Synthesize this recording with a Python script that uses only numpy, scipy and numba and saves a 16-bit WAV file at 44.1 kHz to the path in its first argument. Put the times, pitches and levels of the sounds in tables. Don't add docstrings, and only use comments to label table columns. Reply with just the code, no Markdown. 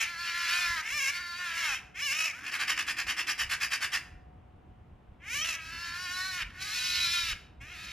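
import sys
import numpy as np
from scipy import signal
from scipy.fft import rfft, irfft, next_fast_len
from scipy.io import wavfile
from scipy.ndimage import uniform_filter1d
from numba import njit

SR = 44100
rng = np.random.default_rng(int(sys.argv[2]) if len(sys.argv) > 2 else 0)


def wav_record(signal):
    frames = np.transpose(np.atleast_2d(signal))
    bounded = np.clip(frames, -1, 1)
    quanta = np.round(bounded * 32767).astype(np.int16)
    wavfile.write(sys.argv[1], SR, quanta)


N = 349261
TIME = np.arange(N) / SR
SIZE = next_fast_len(N + SR)
FREQS = np.maximum(np.arange(SIZE // 2 + 1) * SR / SIZE, 1)


def from_db(db):
    return 10 ** (np.asarray(db) / 20)


def ramp(x):
    return np.clip(x, 0, 1)


def rms_one(x):
    return x / np.sqrt(np.mean(x ** 2) + 1e-20)


def levelled(x, size=900):
    return x / np.sqrt(np.abs(uniform_filter1d(x ** 2, size)) + 1e-12)


def in_time(rows):
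    times, *columns = np.transpose(rows)
    return [np.interp(TIME, times, column) for column in columns]


def per_call(curves):
    columns = in_time(curves[0])
    for before, curve in zip(curves, curves[1:]):
        columns = np.where(TIME > (before[-1][0] + curve[0][0]) / 2, in_time(curve), columns)
    return columns


def at_hz(points, hz):
    f, value = np.transpose(points)
    return np.interp(np.log(hz), np.log(f), value)


def low_pass(hz, power):
    return 1 / (1 + (FREQS / hz) ** power)


def filtered(x, response):
    return irfft(rfft(x, SIZE) * response, SIZE)[..., :N]


def coloured(x, spectrum):
    return rms_one(filtered(x, from_db(at_hz(spectrum, FREQS))))


def flutter(rate_hz):
    return rms_one(filtered(rng.standard_normal(N), low_pass(rate_hz, 2)))


def band_noise(hz, sharpness):
    detuning = FREQS / hz - hz / FREQS
    return rms_one(filtered(rng.standard_normal(N), 1 / (1 + (sharpness * detuning) ** 2)))


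def wide_noise(spectrum, side_db):
    mid, side = coloured(rng.standard_normal((2, N)), spectrum)
    return mid + from_db(side_db) * side * [[1], [-1]]


@njit
def resonance(x, hz, width_hz):
    r = np.exp(-np.pi * width_hz / SR)
    y = np.zeros(len(x))
    for i in range(2, len(x)):
        drive = (1 - r * r) / 2 * (x[i] - x[i - 2])
        y[i] = drive + 2 * r * np.cos(2 * np.pi * hz[i] / SR) * y[i - 1] - r * r * y[i - 2]
    return y


def breeze(gain_db=0.5, gust_db=1.8):
    # t/s, level/dB
    strength = [(0, -63), (2.9, -62.5), (4.2, -58.5), (4.7, -56.5), (7.92, -57.5)]
    # f/Hz, relative density/dB
    spectrum = [(20, -26), (55, -1.5), (90, -5.5), (160, -13), (300, -19.5), (1000, -49), (15000, -82)]
    level_db = in_time(strength)[0] + gain_db + gust_db * flutter(4)
    return from_db(level_db) * wide_noise(spectrum, side_db=-17)


def distant_noise(level_db=-63.5, rush_hz=295):
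    # f/Hz, relative density/dB
    spectrum = [(40, -10), (150, 0), (280, -5), (500, -8.5), (1000, -10), (2000, -20), (3000, -23),
                (4500, -37), (8000, -43), (15000, -49.5)]
    # t/s, level/dB
    swell = [(2.3, -93), (2.4, -64.5), (3, -64), (3.3, -61), (3.45, -86)]
    steady = from_db(level_db) * wide_noise(spectrum, side_db=-5)
    return steady + from_db(in_time(swell)[0]) * band_noise(rush_hz, sharpness=2.4)


def far_hum(hz=735):
    # t/s, level/dB
    swell = [(0, -66.5), (4.1, -64.5), (5.1, -71.5), (7.92, -68)]
    amplitude = np.sqrt(2) * from_db(in_time(swell)[0] + 2 * flutter(11))
    phase = 2 * np.pi * np.cumsum(hz + 3 * flutter(5.4)) / SR
    return amplitude * np.sin(phase + [[1], [-1]])


def wind_puffs(width_s=0.034, hz=50):
    # t/s, level/dB
    puffs = [(.70, -50), (.95, -52), (1.72, -53), (3.08, -50), (3.46, -49), (4.15, -49), (4.57, -55.5),
             (4.93, -50.5), (5.11, -51.5), (6.455, -43), (7.121, -53), (7.24, -48.5), (7.33, -43),
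             (7.62, -47.5)]
    envelope = sum(from_db(db) * np.exp(-((TIME - s) / width_s) ** 2) for s, db in puffs)
    return envelope * levelled(band_noise(hz, sharpness=1), size=2000)


def garden(x, near_db=-11, hedge_db=-22, tail_db=-15, hedge_s=0.032, spread_s=0.03):
    # f/Hz, T60/s
    t60 = [(500, 0.9), (2000, 0.51), (5000, 0.4), (12000, 0.37)]
    t = TIME[:SR]
    near = rng.standard_normal(SR) * (rng.random(SR) < .05) * np.exp(-t / .011) * (t > .002)
    hedge = band_noise(hz=2150, sharpness=2.91)[:SR] * np.exp(-((t - hedge_s) / spread_s) ** 2)
    edges_hz, tail = np.geomspace(300, 16000, 7), 0
    for low, high in zip(edges_hz, edges_hz[1:]):
        band_pass = signal.butter(2, [low, high], "band", fs=SR, output="sos")
        band = signal.sosfilt(band_pass, rng.standard_normal(SR))
        tail = tail + band * from_db(-60 * t / at_hz(t60, np.sqrt(low * high))) * (t > .012)
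    paths = (near_db, near), (hedge_db, hedge), (tail_db, tail)
    echo = sum(from_db(db) * path / np.sqrt(np.sum(path ** 2)) for db, path in paths)
    return x + filtered(x, rfft(echo, SIZE))


def side_scatter(x, level_db=-18):
    leaves = rng.standard_normal(SR) * np.exp(-TIME[:SR] / .02)
    response = rfft(leaves / np.sqrt(np.sum(leaves ** 2)), SIZE) * np.minimum(FREQS / 3000, 1.5) ** 2
    return from_db(level_db) * filtered(x, response) * [[1], [-1]]


def undergrowth(x):
    for lag in (23, 41, 67):
        taps = np.r_[.55, np.zeros(lag - 1), 1]
        x = signal.lfilter(taps, taps[::-1], x)
    return x


def ground_bounce(x, delay_s=0.001304, sway=0.075):
    bounce = np.interp(TIME - delay_s * (1 + sway * flutter(5.2)), TIME, x)
    return x + .72 * (bounce - filtered(bounce, low_pass(2800, 6)))


def membrane(pitch_hz, doubling, rough, jitter, shimmer, hiss, slip_s=1.7e-5, overtones=None):
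    # f/Hz, level/dB
    turbulence = [(1200, -17), (2000, -7), (3100, 1.5), (6000, 1), (12000, -1)]
    steady_cycles = np.cumsum(pitch_hz * np.exp(jitter * rough ** 1.4 * flutter(150))) / SR
    cycles = steady_cycles + pitch_hz * slip_s * flutter(400)
    within = cycles - np.round(cycles)
    opening = np.cos(np.pi * within) ** 2
    pulses = np.sinc(.75 * within * SR / pitch_hz) * opening
    partial_amplitude = 2 * pitch_hz / (.75 * SR)
    fade_s = 0.011
    for number, spans in (overtones or {}).items():
        for start, end, boost_db in spans:
            on = slice(max(int((start - fade_s) * SR), 0), int((end + fade_s) * SR))
            gate = ramp(np.minimum(TIME[on] - start, end - TIME[on]) / fade_s + .5)
            partial = partial_amplitude[on] * np.cos(2 * np.pi * int(number) * steady_cycles[on])
            pulses[on] += (from_db(boost_db) - 1) * gate * partial
    strength = (1 - ramp(doubling) * (np.round(cycles) % 2)) * from_db(shimmer * rough * flutter(175))
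    puffs = rms_one(coloured(rng.standard_normal(N), turbulence) * opening)
    return levelled(strength * (rms_one(pulses) + hiss * rough * puffs))


def throat(source, beak, windpipe, levels_db):
    # f/Hz, gain/dB
    response = [(350, -28.5), (700, -13.5), (1080, -7.5), (1450, 0), (1750, 1), (2050, -3), (2500, -7),
                (3300, -8), (4000, -2), (5400, -6.5), (7000, -12.5), (8000, -10.5), (9300, -12),
                (10600, -16.5), (12200, -20), (13200, -24.5), (14200, -30.5), (15200, -36)]
    voice = coloured(source, response)
    for hz, width_hz, gain_db in (beak, windpipe):
        voice = voice + from_db(gain_db) * resonance(voice, hz, float(width_hz))
    voice = ground_bounce(voice)
    body, below_treble = low_pass(1950, 20), low_pass(3400, 20)
    bands = body, below_treble - body, 1 - below_treble
    return sum(from_db(db) * levelled(filtered(voice, band)) for db, band in zip(levels_db, bands))


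def chatter(pitch_hz=340, crest_s=0.029, rise_db=13, fall_db=12, fall_s=0.036, gain_db=-0.03):
    # start t/s, crest level/dB, relative treble level/dB, relative snap level/dB
    notes = [(2.446, -36, -1, -2), (2.515, -32, 1, 2), (2.585, -29, 0, -10), (2.671, -27, 1.5, -24),
             (2.762, -30, 1.5, -9), (2.864, -30.5, 2, -9), (2.965, -31, 2.5, -5.5),
             (3.067, -29.5, 1, -10.5), (3.165, -30, 1, -10.5), (3.265, -29, 3, -26),
             (3.377, -29, 2.5, -16.5), (3.492, -29.5, 3.5, -13.5), (3.599, -29.5, 4.5, -21),
             (3.703, -29.5, 4, -17), (3.805, -29.5, 2, -16.5), (3.917, -28.5, 2.5, -11)]
    # f/Hz, gain/dB
    response = [(350, -23), (700, -15), (1100, -2.5), (1850, 3), (2250, -2), (2750, -1), (3500, -10.5),
                (4200, -17), (5000, -11.5), (6500, -15.5), (9000, -12), (10300, -22.5), (11400, -18.5),
                (12700, -30), (14000, -27.5), (15200, -44.5)]
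    # f/Hz, width/Hz, gain/dB
    formants = [(1810, 230, 0.5), (2596, 400, 1), (4765, 620, 0.5)]
    slaps = membrane(pitch_hz, doubling=.2, rough=1, jitter=.3, shimmer=2, hiss=1.1)
    slaps = coloured(ground_bounce(slaps), response)
    stretch = np.exp(0.075 * flutter(8.2))
    ringing = sum(from_db(db) * resonance(slaps, hz * stretch, float(bw)) for hz, bw, db in formants)
    voice = levelled(slaps + ringing)
    body = filtered(voice, low_pass(3600, 10))
    treble, out = voice - body, np.zeros(N)
    for start, level_db, treble_db, snap_db in notes:
        note = slice(int(start * SR), int((start + .14) * SR))
        t = TIME[note] - start - crest_s
        swell = from_db(-np.where(t < 0, rise_db * (t / crest_s) ** 2, fall_db * (t / fall_s) ** 2))
        snap = from_db(snap_db) * np.exp(-(t + crest_s) / .001)
        tone = body[note] + from_db(treble_db) * treble[note]
        out[note] += from_db(level_db + gain_db) * (swell + snap) * tone
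    return out


def squawks(waver=0.00505, release_db=15, edge_s=0.019, break_s=0.016, reference_hz=570):
    # start t/s, break t/s, end t/s, level/dB, swell time/s, swell depth/dB, release time/s,
    # relative body level/dB, relative treble level/dB, beak f/Hz, rasp (0-1), sag after break/(dB/s),
    # windpipe f/Hz, windpipe gain/dB; both resonances are given at the reference pitch
    calls = [(-.05, -0.022, 0.086, -32, 0.041, 10, 0.052, -7.5, -3.5, 2930, 0.93, 5, 5700, -10),
             (0.81, 1.06, 1.123, -34.5, 0.15, 12, 0.025, -6, -3, 2380, 0.63, -5, 5460, -5),
             (1.556, 1.779, 1.807, -37, 0.1, 5, 0.056, -14, -4, 2940, 0.9, 0, 5500, -2),
             (1.938, 2.112, 2.354, -34, 0.11, 14, 0.1, -9, -3.5, 2520, 0.97, -2, 5166, -1),
             (2.317, 2.374, 2.48, -53.5, 0.023, 6, 0.01, 3.5, -4.5, 1580, 0.99, -3, 5240, -6),
             (5.187, 5.438, 5.575, -36, 0.16, 30.5, 0.022, -7, -2, 2584, 1, 42, 6066, -14),
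             (6.529, 6.78, 6.9, -50, 0.16, 17, 0.064, 3, 4, 2708, 0.48, 2, 4750, 3),
             (7.594, 7.605, 8.12, -50, 0.013, 13, 0.059, -5, -10, 2327, 0.97, 8, 5310, -6)]
    # t/s, f/Hz
    arches = [
        [(0, 451.4), (.07, 437.7)],
        [(.83, 405), (.89, 465), (.906, 518), (.926, 569), (.95, 596), (.982, 586), (1.005, 532),
         (1.022, 553.7), (1.042, 528), (1.07, 542.4), (1.106, 577), (1.158, 530)],
        [(1.55, 503.5), (1.595, 580), (1.63, 529), (1.668, 549), (1.7, 513), (1.735, 483.8), (1.762, 547.6),
         (1.778, 508), (1.8, 425)],
        [(1.95, 356.3), (1.978, 403), (1.998, 456.6), (2.018, 570), (2.048, 590), (2.098, 526), (2.138, 597.7),
         (2.178, 642.6), (2.206, 637), (2.23, 625.7), (2.258, 653.3), (2.318, 535)],
        [(2.32, 405), (2.36, 479.5), (2.43, 555)],
        [(5.21, 327), (5.238, 365), (5.334, 511), (5.35, 574), (5.378, 576), (5.39, 608), (5.406, 607),
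         (5.418, 639), (5.434, 636.7), (5.458, 677.6), (5.49, 678.3), (5.52, 636), (5.545, 564)],
        [(6.56, 355), (6.64, 404), (6.72, 429), (6.76, 490), (6.85, 511.7)],
        [(7.605, 535), (7.685, 636.6), (7.715, 730), (7.76, 630)],
    ]
    # t/s, roughness (0-1)
    hoarseness = [(.85, .42), (.97, .33), (1.05, .38), (1.7, .3), (2, .16), (2.12, .16), (2.35, .5),
                  (5.25, .25), (5.42, .29), (7.6, .2)]
    overtones = {"4": [(.94, .99, 5), (1.07, 1.14, 7), (1.57, 1.75, 9), (2.16, 2.32, 13), (5.46, 5.56, 7)],
                 "5": [(1, 1.1, 8), (2.04, 2.12, 5), (1.66, 1.75, 10), (5.385, 5.445, 9)],
                 "7": [(2.02, 2.07, 7), (5.385, 5.415, 10)], "9": [(.94, .99, 9), (2.02, 2.05, 6),
                 (5.41, 5.445, 13)]}
    # f/Hz, gain/dB
    colour = [(600, 0), (1200, -.5), (1800, -2), (2400, 7.5), (3000, 5.5), (3700, -1.5), (4500, -3),
              (5400, 7.5), (6300, 12), (9000, 9.5), (12300, 10)]
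    pitch_hz = per_call(arches)[0] * np.exp(waver * flutter(26.4))
    sounding, level, body, treble, beak_hz, pipe_hz, pipe_db, broken, weak = np.zeros((9, N))
    for (start, break_at, end, level_db, swell_s, swell_db, release_s,
         body_db, treble_db, mouth_hz, rasp, sag_db_per_s, neck_hz, neck_db) in calls:
        now = TIME >= start
        swell_left = ramp(1 - (TIME - start) / swell_s)
        effort_db = -swell_db * swell_left ** 1.5 - release_db * ramp(1 - (end - TIME) / release_s)
        sounding += ramp((TIME - start) / edge_s) * ramp((end - TIME) / edge_s)
        sag_db = sag_db_per_s * np.clip(TIME - break_at, 0, end - start)
        level[now] = (level_db + effort_db - sag_db)[now]
        body[now] = (body_db - .207 * effort_db)[now]
        treble[now] = (treble_db + .72 * effort_db)[now]
        broken[now] = ramp(rasp) * ramp((TIME - break_at) / break_s + .5)[now]
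        beak_hz[now], pipe_hz[now], pipe_db[now], weak[now] = mouth_hz, neck_hz, neck_db, swell_left[now]
    rough = ramp(in_time(hoarseness)[0] + .52 * broken + .33 * weak)
    high = membrane(pitch_hz, doubling=.06 + .73 * broken, rough=rough, jitter=.014, shimmer=2.2,
                    hiss=1.2, slip_s=8e-6 + 5e-5 * rough ** 2, overtones=overtones)
    lift = pitch_hz / reference_hz
    voice = throat(coloured(high, colour), beak=(beak_hz * lift ** .58, 690, 11),
                   windpipe=(pipe_hz * lift ** .066, 420, pipe_db),
                   levels_db=(level + body + .5 * broken, level, level + treble))
    return voice * ramp(sounding) * from_db(2 * rough * flutter(60))


def wails(waver=0.00117, lead_s=0.092, stop_s=0.0053, easy_db=-45.5, strained_db=-32.5):
    # t/s, body level/dB, beak band level/dB, treble level/dB, beak resonance f/Hz
    calls = [
        [(0.08, -44, -42, -47.5, 2110), (0.12, -43.5, -47.5, -51.5, 2110), (0.176, -41, -48.5, -46.5, 2270),
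         (0.278, -39, -35.5, -40, 2750), (0.34, -37, -39, -43, 1900), (0.512, -34.5, -32, -35.5, 2560),
         (0.556, -34.5, -33.5, -36.5, 2513), (0.628, -33, -30, -35.5, 2440), (0.704, -34.5, -41, -41.5, 2029),
         (0.79, -34, -38, -42, 1988), (0.81, -37.5, -43, -42, 2120)],
        [(1.17, -40.5, -39, -40.5, 2170), (1.192, -41.5, -47, -48.5, 2214), (1.286, -42.5, -51, -46.5, 2140),
         (1.332, -39, -46.5, -47, 2450), (1.378, -44, -43, -44, 2515), (1.408, -36.5, -43, -45.5, 2436),
         (1.526, -39.5, -38.5, -46, 2550), (1.576, -38.5, -38, -41.5, 2134), (1.626, -37, -41, -47, 2330),
         (1.66, -36, -36.5, -39, 2328), (1.745, -38.5, -40.5, -53, 2430)],
        [(5.58, -47, -44, -70, 2415), (5.612, -49, -48.5, -55.5, 2554), (5.818, -42.5, -44, -44, 2674),
         (5.946, -40, -45.5, -46, 2350), (6.04, -41, -45.5, -42, 2777), (6.072, -41, -43.5, -47, 2420),
         (6.144, -40, -45.5, -40, 2805), (6.18, -36, -44, -40.5, 2320), (6.306, -42, -43.5, -40, 2240),
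         (6.398, -38, -37.5, -43.5, 2535), (6.428, -39, -33, -43.5, 2302)],
        [(6.585, -51.5, -54.5, -59, 2596), (6.619, -48.5, -41.5, -40, 2370), (6.691, -50.5, -45, -42, 2783),
         (6.777, -47, -38, -36, 2618), (6.98, -40, -35, -30.5, 2556), (7.05, -40, -32.5, -30.5, 2400),
         (7.077, -39.5, -35, -34.5, 2503), (7.127, -45, -33.5, -32, 2392), (7.135, -38.5, -33, -32.5, 2326),
         (7.319, -43.5, -37, -39, 2620), (7.33, -40.5, -37.5, -46, 2523)],
        [(7.73, -64, -52, -59, 2266), (7.736, -60, -53, -55.5, 2297), (7.826, -53, -54, -50.5, 2492),
         (7.92, -56, -45.5, -50, 2402)],
    ]
    # t/s, f/Hz
    pitches = [
        [(0.06, 342), (0.108, 347.5), (0.16, 330.5), (0.2, 345.5), (0.32, 338.5), (0.356, 348), (0.448, 341.8),
         (0.476, 335.7), (0.528, 347.7), (0.544, 349.3), (0.6, 356.6), (0.668, 342), (0.696, 343.7),
         (0.748, 338), (0.772, 318), (0.808, 310)],
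        [(1.13, 353), (1.166, 352.3), (1.178, 347), (1.206, 361.5), (1.222, 350), (1.334, 344.8), (1.382, 359),
         (1.446, 354.7), (1.47, 340.7), (1.53, 331.3), (1.598, 341.4), (1.63, 333), (1.686, 289), (1.75, 249.9)],
        [(5.55, 327.3), (5.586, 328.8), (5.606, 318), (5.69, 324.5), (5.73, 337), (5.77, 331.7), (5.802, 344.6),
         (5.91, 339.3), (6.006, 363), (6.05, 366), (6.074, 352.6), (6.114, 361), (6.23, 371.4), (6.266, 380.1),
         (6.382, 357), (6.434, 302.5)],
        [(6.585, 370), (6.635, 381.8), (6.724, 375), (6.78, 354.2), (6.86, 363.2), (6.92, 355.2),
         (6.965, 357.8), (7.026, 354.3), (7.068, 339.7), (7.126, 342.6), (7.14, 353.3), (7.2, 344.5),
         (7.276, 331.8), (7.3, 321.8), (7.333, 283.8)],
        [(7.7, 353), (7.728, 364.3), (7.764, 336), (7.836, 334.4), (7.882, 351), (7.92, 335.6)],
    ]
    # t/s, f/Hz, gain/dB
    windpipe = [(0, 4350, -3), (1.4, 4180, -29), (5.9, 4423, -4), (6.18, 3948, -14), (6.6, 4000, -9),
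                (6.95, 4014, 5.5), (7.1, 3900, 3), (7.33, 3838, -2), (7.92, 3930, 7)]
    # t/s, roughness (0-1), power share of the high side (0-1)
    hoarseness = [(.15, .38, .04), (.22, .4, .06), (.28, .5, .35), (.35, .44, .08), (.48, .55, .33),
                  (.7, .44, .07), (.81, .42, .06), (1.17, .42, .12), (1.3, .33, .04), (1.45, .42, .1),
                  (1.6, .48, .18), (1.75, .44, .12), (5.6, .25, .04), (5.72, .33, .16), (5.93, .37, .22),
                  (6, .25, .03), (6.2, .28, .05), (6.36, .3, .06), (6.43, .7, .6), (6.62, .46, .22),
                  (6.85, .44, .27), (7.03, .42, .24), (7.08, .33, .13), (7.27, .35, .14), (7.33, .65, .5),
                  (7.7, .4, .16)]
    overtones = {"2": [(.45, .8, 6), (1.52, 1.76, 8), (6.6, 7.3, 3)], "3": [(.7, .82, 7), (1.64, 1.76, 9)],
                 "4": [(6.86, 7.3, 3)], "7": [(.5, .66, 11), (6.85, 7.3, 5)], "8": [(5.57, 6.15, 6)],
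                 "11": [(1.17, 1.52, 6), (6.14, 6.34, 8), (6.72, 7.28, 4)], "12": [(6.9, 7.05, 4)],
                 "14": [(6.78, 7.28, 3)], "16": [(7.06, 7.28, 4)], "9": [(7.06, 7.28, 5)],
                 "10": [(7.06, 7.28, 5)], "13": [(.06, .34, 10), (1.14, 1.4, 11), (5.7, 6.1, 7)],
                 "15": [(5.7, 6.12, 4), (6.92, 7.06, 6)]}
    # f/Hz, gain/dB
    nasal = [(700, -10.5), (1050, 0.5), (1400, 3.5), (1750, 0.5), (2100, -0.5), (2800, 2), (4400, -0.5),
             (5500, 4), (9000, 3)]
    # f/Hz, gain/dB
    harsh = [(700, -11.5), (1200, -5), (1800, -0.5), (2400, 5.5), (3000, 7), (4000, -4.5), (4700, 1),
             (5600, -2.5), (9000, -3.5)]
    body_db, beak_db, treble_db, beak_hz = per_call(calls)
    pipe_hz, pipe_db = in_time(windpipe)
    rough, share = ramp(in_time(hoarseness))
    sounding = sum(ramp((TIME - call[0][0]) / lead_s + 1) * ramp((call[-1][0] - TIME) / stop_s + 1)
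                   for call in calls)
    low_hz = per_call(pitches)[0] * np.exp(waver * flutter(20))
    strain = ramp((beak_db - easy_db) / (strained_db - easy_db))
    high_hz = low_hz * (1.3 + .14 * strain)
    low = membrane(low_hz, doubling=0, rough=rough, jitter=.005, shimmer=1.6, hiss=2.7 * rough,
                   slip_s=5e-6 + 1.8e-5 * rough, overtones=overtones)
    high = membrane(high_hz, doubling=.86, rough=rough, jitter=.05, shimmer=3, hiss=1.2)
    both = np.sqrt(1 - share) * coloured(low, nasal) + np.sqrt(share) * coloured(high, harsh)
    voice = throat(both, beak=(beak_hz, 310, 2), windpipe=(pipe_hz, 280, pipe_db),
                   levels_db=(body_db - .9, beak_db - 1.5, treble_db))
    return voice * sounding * from_db(.5 * rough * flutter(60.5) + .78 * flutter(14))


def scene():
    # f/Hz, phase/rad
    phase_lead = [(20, 0), (2000, .03), (3200, .52), (5300, .5), (5700, -1.6), (6800, -.7), (7600, -2.4),
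                  (8700, -3.1), (11600, -5), (12600, -6.28)]
    bird = garden(undergrowth(wails() + squawks() + chatter()))
    pair = filtered(bird, np.exp(.5j * at_hz(phase_lead, FREQS) * np.array([[1], [-1]])))
    return pair + side_scatter(bird) + breeze() + distant_noise() + far_hum() + wind_puffs()


def record(dry):
    return signal.sosfilt(signal.ellip(10, .2, 80, 15500, fs=SR, output="sos"), dry)


dry = scene()
out = record(dry)
wav_record(out)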